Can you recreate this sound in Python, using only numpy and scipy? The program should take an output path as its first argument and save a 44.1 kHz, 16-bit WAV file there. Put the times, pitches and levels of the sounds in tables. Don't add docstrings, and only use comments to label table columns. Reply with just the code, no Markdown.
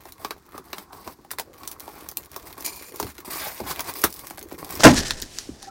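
import sys
import numpy as np
from scipy import signal
from scipy.fft import rfft, irfft, next_fast_len
from scipy.io import wavfile
from scipy.ndimage import uniform_filter1d, map_coordinates

SR = 44100
rng = np.random.default_rng(int(sys.argv[2]) if len(sys.argv) > 2 else 0)


def wav_out(sig):
    wavfile.write(sys.argv[1], SR, np.round(np.clip(np.atleast_2d(sig).T, -1, 1) * 32767).astype(np.int16))


N = 251370
T = np.arange(N) / SR
HIT_T = np.arange(SR // 4) / SR

# start in seconds, level in dB, nail bite in dB relative
# to the level, press on the lid in dB relative to the level, lid note in Hz.
PICK_EVENTS = [(0.0538, -43.5, 6, 12, 920), (0.2469, -24, 3.5, 6.5, 1140), (0.3069, -21, -0.5, -0.5, 1180),
               (0.5784, -28, -8, 0, 1150), (0.73, -24.5, 4, 0, 1040), (0.7819, -24.5, -3, -5, 1130),
               (.93, -36, 0, 4, 1000), (1.075, -29, -1, 5.5, 995), (1.2467, -43, -4, 6.5, 780),
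               (1.3063, -31, 4, -11, 1190), (1.313, -14, -16.5, -16.5, 1370), (1.333, -29.5, -7, -3, 1010),
               (1.3846, -19, -1, -6.5, 1130), (1.3964, -15, -6.5, -7, 850), (1.6326, -33.5, 0.5, 2, 1110),
               (1.8779, -34, -2.5, 8.5, 860), (2.362, -19, -20, -6, 1080), (2.999, -13.5, -18.5, -1, 980),
               (3.027, -19, -6, -6, 895), (3.067, -29, -3.5, -3, 1090), (3.1804, -31, -0.5, -20, 1140),
               (3.6026, -28, -6, 8, 904), (3.7931, -19, -1, -5, 1100), (4.0383, -1, -10.5, -4, 1217),
               (4.0412, -4, -23, -8.5, 1240), (4.0486, -9.5, -6.5, -19, 1210), (4.307, -25, -9, -2.5, 1110),
               (4.38, -32, 1.5, 2, 753), (4.5128, -37, -1, 3, 950)]


def picks():
    out = np.zeros(N)
    for s, db, bite_db, press_db, note_hz in PICK_EVENTS:
        add(out, s + 0.0007, pick(db, bite_db, press_db, note_hz, slip_s=0.015))
        drag = coloured(slips(rate=1400, spread_db=5.5, clump_db=2, size=SR // 100), NAIL_SPECTRUM)
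        growth = np.linspace(0, 1, len(drag))
        add(out, s - len(drag) / SR + 0.00101, amp(db - 30) * unit(drag) * growth)
    return out


# start in seconds, level in dB.
SNAP_EVENTS = [(0.1216, -26), (1.582, -35), (1.6753, -14.5), (1.714, -19.5), (1.7972, -25), (1.8034, -22.5),
               (2.088, -16.5), (2.1136, -23.5), (2.1707, -9), (2.247, -33.5), (2.3157, -29.5),
               (2.5296, -36), (2.607, -23), (2.6473, -29), (2.6616, -11), (2.959, -22), (3.8054, -12.5),
               (3.9379, -20), (4.017, -16), (4.1038, -24), (4.126, -21.5), (4.14, -22), (4.1622, -28),
               (4.193, -23), (4.2994, -24.5), (4.3916, -24.5), (4.4272, -21.5), (4.527, -27),
               (4.646, -22.5), (4.7063, -19), (4.7244, -23), (4.7535, -18.5), (5.2179, -18.5)]


def snaps():
    out = np.zeros(N)
    needle = coloured(signal.unit_impulse(len(HIT_T)), FILM_TICK_SPECTRUM)
    needle /= np.abs(needle).max()
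    for s, db in SNAP_EVENTS:
        snap = pick(db, bite_db=-33, press_db=-26, note_hz=907, slip_s=0.0091)
        add(out, s + 0.00062, amp(db) * needle + snap)
    return out


# frequency in Hz, gain in dB.
FILM_TICK_SPECTRUM = [(300, -32), (2000, -12), (4000, -5.5), (5500, 0), (7500, -4.5), (11000, -1),
                      (14500, 1), (16000, 0)]
# frequency in Hz, gain in dB.
NAIL_SPECTRUM = [(400, -11), (1200, 2), (1750, 2), (2300, 1), (3000, -4.5), (4300, -0.5), (5500, -7),
                 (9000, -13.5), (16000, -14)]
# multiple of its note, width in Hz, gain in dB.
LID_MODES = [(.7, 163, -1), (1, 144, 6), (1.5, 301, -8.5)]


def pick(db, bite_db, press_db, note_hz, slip_s):
    tick = peak(room(coloured(snag(slip_s), FILM_TICK_SPECTRUM), wet_db=-4))
    bite = peak(room(coloured(snag(t60=0.017), NAIL_SPECTRUM), wet_db=-4.5))
    clack = peak(room(resonate(jolt(t60=0.004), lid(note_hz)), wet_db=-3.5))
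    hollow = knock(np.sqrt(note_hz / 907))
    edge = amp(0.3) * tick + amp(bite_db + 2.5) * bite
    box = amp(press_db + 1) * clack + amp(-4.5 + 0.82 * press_db) * hollow
    return amp(db) * (edge + box)


# start in seconds, end in seconds, rasp level in dB.
SCRAPE_EVENTS = [(0.048, 0.1, -54), (0.192, 0.27, -48.5), (0.535, 0.584, -54.5), (0.639, 0.75, -57),
                 (0.755, 0.829, -49.5), (0.921, 1.031, -52), (1.039, 1.124, -49), (1.576, 1.73, -52.5),
                 (1.808, 2.093, -51.5), (2.32, 2.45, -56.5), (2.454, 2.5, -45.5), (2.574, 2.626, -46.5),
                 (3.246, 3.303, -43.5), (4.578, 4.725, -47.5)]


def scrapes():
    out = np.zeros(N)
    for start, end, db in SCRAPE_EVENTS:
        sound = stroke(db, box_db=0, nail_db=-4.5, strip_db=-35)
        add(out, start, contact(end - start, attack=0.0028) * sound)
    return out


# start in seconds, end in seconds, rasp level in dB before the tug,
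# setting of the coarse paper slips in dB.
PULL_EVENTS = [(2.643, 2.684, -31.5, -10), (2.688, 2.781, -43, -16), (2.788, 2.898, -46.5, -12),
               (2.936, 3.102, -47.5, -1), (3.301, 3.385, -32, 6.5), (3.39, 3.491, -34, 9.5),
               (3.496, 3.605, -42, 1.5), (3.95, 4.03, -37, -5), (4.084, 4.286, -48, -22),
               (4.695, 4.773, -40, 1)]


def pulls():
    out = np.zeros(N)
    tug = 1 + amp(-7.5) * fade(T[:SR // 2], t60=0.12)
    for start, end, db, coarse_db in PULL_EVENTS:
        strip_db = 2 - 13 * (start - PULL_EVENTS[0][0])
        sound = stroke(db, box_db=-6.5, nail_db=coarse_db, strip_db=strip_db)
        add(out, start, contact(end - start, attack=0.0068) * tug * sound)
    return out


# peak time in seconds, rasp level in dB.
RIP_EVENTS = [(3.714, -27), (3.797, -36.5), (3.899, -32)]


def rips():
    out = np.zeros(N)
    rise, fall = 0.23, 0.11
    envelope = swell(rise, rise, fall)[:SR // 2]
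    for s, db in RIP_EVENTS:
        add(out, s - rise, envelope * stroke(db, box_db=2, nail_db=9, strip_db=-11))
    return out


# frequency in Hz, gain in dB.
TAPE_SPECTRUM = [(880, -21.5), (1650, -15), (2320, -1), (3000, -9), (4870, 0.5), (6560, -6.5), (7100, -12),
                 (7760, -1.5), (11700, -2), (14800, 4), (16000, -7)]
# frequency in Hz, width in Hz, gain in dB.
STRIP_MODES = [(2410, 170, 1.5), (4400, 750, 2.5), (7080, 510, 0.5), (9160, 410, 5.5)]
# frequency in Hz, gain in dB.
BOX_SPECTRUM = [(30, -27), (68, -4.5), (110, -13), (170, -4), (220, -15), (300, 2.5), (380, -1), (550, -5),
                (800, -1.5), (1100, 1), (1450, -13.5), (1900, -12.5), (3200, -35.5)]


def stroke(rasp_db, box_db, nail_db, strip_db):
    size = SR // 2
    speed = amp(0.55 * (rasp_db + 32.5))
    force = slips(rate=9000 * speed, spread_db=4.5, clump_db=1.5, size=size)
    film = unit(coloured(force, TAPE_SPECTRUM)) + amp(strip_db) * unit(resonate(force, STRIP_MODES))
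    catches = slips(rate=1500 * speed, spread_db=2.5, clump_db=2, size=size)
    edge = amp(nail_db - 0.5 * (rasp_db + 53.5)) * unit(coloured(catches, NAIL_SPECTRUM))
    grit = patchy(room(film + edge, wet_db=-3), depth_db=2)
    shaking = slips(rate=2200, spread_db=4, clump_db=3.5, size=size)
    body = unit(room(coloured(shaking, BOX_SPECTRUM), wet_db=-4))
    body_db = box_db - 49.5 + 0.83 * (rasp_db + 49.5)
    return amp(rasp_db) * grit + amp(body_db) * body


def contact(length, attack):
    t = T[:SR // 2]
    return np.clip(t / attack, 0, 1) * fade(np.maximum(t - length, 0), 0.11)


TEAR_S, BURST_S = 4.851, 4.834
# frequency in Hz, gain in dB.
BOARD_SPECTRUM = [(530, -45), (900, -10), (1260, -9.5), (1770, 1.5), (2200, -7.5), (3260, -7), (5890, -2),
                  (10600, -17.5), (16000, -32)]
# frequency in Hz, gain in dB.
FLUTTER_SPECTRUM = [(80, -34), (110, -26), (150, -4.5), (260, 1), (440, 0), (680, 5), (1000, -7),
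                    (1500, -9.5), (2500, -12), (8000, -34)]
# frequency in Hz, gain in dB, 60 dB decay time in seconds.
FLAP_MODES = [(107, -12, 0.36), (133.2, -9.5, 0.2), (207.2, -8.5, 0.22), (242.9, -5, 0.18),
              (277, -2.5, 0.19), (316.7, -2, 0.11), (418, -0.5, 0.09), (530, -11, .13), (617.4, 4, 0.083),
              (878, -10, 0.17), (1000, -9.5, 0.17), (1325, -9, 0.12), (1435, -3.5, 0.075), (1540, -6, 0.11)]
# start in seconds, level in dB, upper corner in Hz
BLOW_EVENTS = [(4.847, -9.5, 2480), (4.881, -21.5, 330)]


def burst():
    tearing = unit(coloured(slips(rate=2500, spread_db=3.5, clump_db=1.5), BOARD_SPECTRUM))
    tearing *= swell(TEAR_S, 0.35, 0.2) * (T > BURST_S)
    fibres = unit(resonate(slips(rate=600, spread_db=2.5, clump_db=2), lid(1500)))
    fibres *= swell(4.874, 0.12, 0.059)
    boom_s = BLOW_EVENTS[0][0]
    flutter = unit(coloured(slips(rate=1500, spread_db=1.5, clump_db=2.5), FLUTTER_SPECTRUM))
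    flutter *= fade(T - boom_s, 0.18) + amp(-10.5) * (T > BURST_S) * (T < boom_s)
    return amp(-2) * flutter + amp(-10.5) * tearing + amp(-16) * fibres + boom()


def boom():
    out = np.zeros(N)
    bent_t = np.cumsum(1 + 0.0673 * fade(HIT_T, t60=0.119)) / SR
    onset = 1 - np.exp(-HIT_T / 0.0017)
    for s, blow_db, top_hz in BLOW_EVENTS:
        ring = np.zeros(len(HIT_T))
        for hz, db, t60 in FLAP_MODES:
            cycles = hz * bent_t + rng.random() + 0.13 * wobble(76, size=len(HIT_T))
            level = amp(db) / (1 + (hz / top_hz) ** 4)
            ring += level * fade(HIT_T, t60) * np.sin(2 * np.pi * cycles)
        add(out, s, amp(blow_db) * unit(room(ring * onset, wet_db=-21)))
    return out


# time of the fastest moment in seconds, relative scrape level in
# dB, 60 dB rise time in seconds, 60 dB fall time in seconds.
SHOVE_EVENTS = [(4.87, -28.5, 0.53, 0.51), (4.986, -27.5, 0.39, 0.13), (5.08, -34.5, 0.87, 0.44),
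                (5.23, -45.5, 0.6, 0.3), (5.66, -48.5, 0.49, 0.17)]
# frequency in Hz, gain in dB.
RUMBLE_SPECTRUM = [(40, -11), (85, -17), (115, -4.5), (250, -4), (400, -4.5), (800, -10), (2000, -38.5)]
# frequency in Hz, gain in dB.
GLIDE_SPECTRUM = [(1000, -15.5), (1700, -8), (5500, -3), (9000, -8.5), (15000, -24)]


def sliding():
    slide_s, swing_s = 4.79, 4.964
    before, after = np.maximum(swing_s - T, 0), np.maximum(T - swing_s, 0)
    power = sum((amp(db) * swell(s, rise, fall)) ** 2 for s, db, rise, fall in SHOVE_EVENTS)
    rasp = coloured(slips(rate=1400, spread_db=2.5, clump_db=2.5), BOARD_SPECTRUM)
    scrape = amp(3) * np.sqrt(power) * patchy(room(rasp, wet_db=-8.5), depth_db=1)
    rumble = amp(-29.5 - 115 * after) + amp(-52.5)
    rumble *= unit(coloured(slips(rate=1400, spread_db=-0.5, clump_db=1.5), RUMBLE_SPECTRUM))
    draught_spectrum = [(10, -20), (26, -3), (50, -17), (120, -22), (400, -72)]
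    draught = amp(-32.5 - 108 * before - 43 * after)
    draught *= unit(coloured(rng.standard_normal(N), draught_spectrum))
    glide = amp(-40.5) * swell(5.385, 0.63, 0.63) * unit(coloured(rng.standard_normal(N), GLIDE_SPECTRUM))
    start = np.clip((T - slide_s) / 0.007, 0, 1)
    return start * (scrape + glide + rumble + draught)


# start in seconds, level in dB, setting of the panel clack in dB
CRACK_EVENTS = [(4.805, -11, 4.5, 0.91), (4.835, -4, -1, 0.67), (4.8411, 1, 3, 1.15),
                (4.9133, -20, -7, 1.3), (4.9432, -12.5, 1, 1.16), (4.99, -10, -13, 1.2),
                (5.082, -17, -20, 1.15), (5.107, -4, -5.5, 0.85), (5.2005, -22, -24, 1.1),
                (5.2222, -12, -30, 1.05), (5.3859, -10, -40, 0.89), (5.6274, -23.5, -5, 1.3)]
# frequency in Hz, gain in dB.
CRACK_SPECTRUM = [(300, -18), (1500, -12), (3500, 1.5), (5600, 6), (7500, -1.5), (11000, -11.5),
                  (16000, -19)]


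def cracks():
    out = np.zeros(N)
    for s, db, clack_db, pitch in CRACK_EVENTS:
        spectrum = np.multiply(CRACK_SPECTRUM, [pitch, 1])
        crack = peak(room(coloured(jolt(t60=0.004), spectrum), wet_db=-7.5))
        clack = peak(resonate(jolt(t60=0.0058), lid(1300)))
        add(out, s + 0.0007, amp(db) * (amp(-1) * crack + amp(clack_db - 9) * clack))
    return out


# peak time in seconds, level in dB, pitch in Hz.
SQUEAK_EVENTS = [(5.639, -40, 794), (5.684, -31.5, 786), (5.696, -44, 1340)]


def squeak(waver=0.005):
    out = np.zeros(N)
    for s, db, hz in SQUEAK_EVENTS:
        cycles = np.cumsum(hz * (1 + waver * wobble(84))) / SR
        out += amp(db) * swell(s, 0.059, 0.059) * np.sin(2 * np.pi * cycles)
    return out


# start in seconds, peak level in dB.
TAP_EVENTS = [(0.547, -28), (.594, -32), (1.188, -38), (1.974, -37), (2.021, -33), (2.81, -32.5),
              (3.185, -30.5), (3.275, -25.5), (3.6, -20.5), (3.776, -43), (4.521, -22.5), (4.539, -25)]


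def taps():
    out = np.zeros(N)
    for s, db in TAP_EVENTS:
        add(out, s, amp(db) * knock(np.exp(rng.normal(0, 0.029))))
    return out


# frequency in Hz, width in Hz, gain in dB.
CAVITY_MODES = [(166, 39, -6), (279.4, 58, 2.5), (364, 54, 6), (521, 232, 0.5), (660, 380, -3)]


def knock(pitch):
    return peak(room(resonate(jolt(t60=0.01), np.multiply(CAVITY_MODES, [pitch, 1, 1])), wet_db=-5))


# start in seconds, peak level in dB.
BUMP_EVENTS = [(1.068, -28.5), (3.019, -22.5), (3.041, -23.5), (3.609, -24), (3.636, -29), (4.038, -22),
               (4.806, -36), (4.925, -12), (4.977, -15.5), (5.219, -27), (5.488, -19)]
# frequency in Hz, width in Hz, gain in dB.
THUD_MODES = [(67, 16, -1), (131, 100, -7), (247, 79, 1), (352, 148, -2.5)]


def bumps():
    out = np.zeros(N)
    for s, db in BUMP_EVENTS:
        thud = resonate(fade(HIT_T, 0.0028), THUD_MODES)
        add(out, s + 0.0017, amp(db) * peak(room(thud, wet_db=2)))
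    return out


# peak time in seconds, level in dB, lid note in Hz.
RUB_EVENTS = [(.565, -44.5, 1270), (.94, -45.5, 1080), (1.51, -47, 484), (1.86, -51, 292),
              (2.46, -49.5, 450), (2.94, -43.5, 418), (3.47, -37, 790), (3.89, -49, 730), (4.0, -42.5, 434),
              (4.44, -43, 356), (4.775, -40, 372)]


def rubs():
    out, size = np.zeros(N), SR // 2
    rise, fall = 0.3, 0.25
    envelope = swell(rise, rise, fall)[:size]
    for s, db, note_hz in RUB_EVENTS:
        drag = resonate(slips(rate=800, spread_db=5, clump_db=2.5, size=size), lid(note_hz))
        add(out, s - rise, amp(db) * envelope * unit(drag))
    return out


# time in seconds, crinkle level in dB, box body level in dB.
HANDLING_LEVELS = [(0, -53.5, -54.5), (1.2, -65, -58), (1.6, -55, -54), (2.3, -49, -51.5), (2.8, -47, -55),
                   (4.15, -44, -50.5), (4.45, -53.5, -52), (4.8, -39.5, -42)]
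LIFT_TIMES = [.15, .41, .625, .87, 1.16, 1.28, 2.145, 2.29, 2.9]


def handling():
    s, crinkle_db, body_db = np.transpose(HANDLING_LEVELS)
    crinkle, pressure = amp(np.interp(T, s, crinkle_db)), amp(np.interp(T, s, body_db))
    specks = slips(rate=170, spread_db=5.5, clump_db=5)
    specks = coloured(specks, FILM_TICK_SPECTRUM) + amp(3.5) * coloured(specks, NAIL_SPECTRUM)
    specks = patchy(room(specks, wet_db=-2.5), depth_db=2.5)
    body = coloured(slips(rate=420, spread_db=5.5, clump_db=5), BOX_SPECTRUM)
    body = patchy(room(body, wet_db=-8), depth_db=3.5, size=1024)
    rocking = unit(resonate(slips(rate=160, spread_db=0, clump_db=-2.5), [(68, 39, 0)]))
    touch = amp(-13 * sum(np.exp(-((T - lift_s) / 0.017) ** 2) for lift_s in LIFT_TIMES))
    sound = crinkle * specks + pressure * (body + amp(-4) * rocking)
    return np.clip((TEAR_S - T) / 0.027, 0, 1) * touch * sound


# frequency in Hz, gain in dB.
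FLOOR_SPECTRUM = [(22, -25), (67, 0), (217, -2), (354, 3), (545, -14), (1100, -8.5), (2990, -27.5),
                  (4490, -19), (16000, -31)]


def room_noise():
    return amp(-57) * unit(coloured(rng.standard_normal(N), FLOOR_SPECTRUM))


# frequency in Hz, 60 dB decay time in seconds.
ROOM_DECAY = [(150, 0.16), (500, 0.098), (1500, 0.093), (10000, 0.086)]


def room(x, wet_db):
    hz, t, z = signal.stft(rng.standard_normal(len(HIT_T)), SR, nperseg=256)
    decay = fade(t, along(ROOM_DECAY, hz)[:, None])
    tail = signal.istft(z * decay, SR, nperseg=256)[1]
    tail = np.pad(tail, (SR // 1000, 0))
    return x + amp(wet_db) * signal.fftconvolve(x, tail / np.linalg.norm(tail))[:len(x)]


def slips(rate, spread_db, clump_db, size=N):
    chance, strength = rng.random(size), rng.standard_normal(size)
    sign = rng.choice([-1, 1], size)
    level_db = spread_db * np.minimum(strength, 2) + clump_db * wobble(110, size=size)
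    return unit((chance < rate / SR) * sign * amp(level_db))


def jolt(t60):
    return rng.standard_normal(len(HIT_T)) * fade(HIT_T, t60)


def snag(t60):
    crackle = slips(rate=720, spread_db=-2.5, clump_db=6, size=len(HIT_T))
    return jolt(t60) + amp(-14.5) * crackle * fade(HIT_T, 3.5 * t60)


def patchy(x, depth_db, size=256):
    z = signal.stft(x, nperseg=size)[2]
    field = uniform_filter1d(rng.standard_normal(z.shape), size=16, axis=0)
    field = uniform_filter1d(field, size=5, axis=1)
    return unit(signal.istft(z * amp(depth_db * unit(field)), nperseg=size)[1][:len(x)])


def lid(note_hz):
    return np.multiply(LID_MODES, [note_hz, 1, 1])


def resonate(x, modes):
    def response(f):
        total = 0
        for k, (centre, width, db) in enumerate(modes):
            damping = 1j * f * width
            total = total + (-1) ** k * amp(db) * damping / (centre ** 2 - f ** 2 + damping)
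        return total
    return filtered(x, response)


def coloured(x, spectrum):
    def response(hz):
        cepstrum = irfft(np.log(amp(along(spectrum, hz))))
        cepstrum[1:len(cepstrum) // 2] *= 2
        cepstrum[len(cepstrum) // 2 + 1:] = 0
        return np.exp(rfft(cepstrum))
    return filtered(x, response)


def filtered(x, response):
    m = 2 * next_fast_len(len(x) // 2 + 4096)
    return irfft(rfft(x, m) * response(np.fft.rfftfreq(m, 1 / SR)), m)[:len(x)]


def along(points, hz):
    f, v = np.transpose(points)
    return np.interp(np.log(hz + 1), np.log(f + 1), v)


def wobble(rate, size=N):
    knots = rng.standard_normal(int(size * rate / SR) + 4)
    return map_coordinates(knots, [T[:size] * rate])


def swell(s, rise, fall):
    return fade(s - T, rise) + fade(T - s, fall) * (T > s)


def fade(t, t60):
    return np.exp(-np.log(1000) * np.maximum(t, 0) / t60) * (t >= 0)


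def amp(db):
    return 10 ** (np.asarray(db) / 20)


def unit(x):
    return x / np.sqrt(np.mean(x ** 2) + 1e-20)


def peak(x):
    return x / np.sqrt(6 * uniform_filter1d(x ** 2, SR // 400).max())


def add(track, s, sound):
    part = track[round(s * SR):][:len(sound)]
    part += sound[:len(part)]


def scene():
    nails = picks() + snaps() + scrapes() + pulls() + rips()
    flap = burst() + sliding() + cracks() + squeak()
    hands = taps() + bumps() + rubs() + handling()
    return (nails + flap + hands + room_noise())[None]


def record(dry, top=1.0):
    clipped = dry[0] / (1 + np.abs(dry[0] / top) ** 8) ** (1 / 8)
    return filtered(clipped, lambda hz: hz < 16000)[None]


dry = scene()
out = record(dry)
wav_out(out)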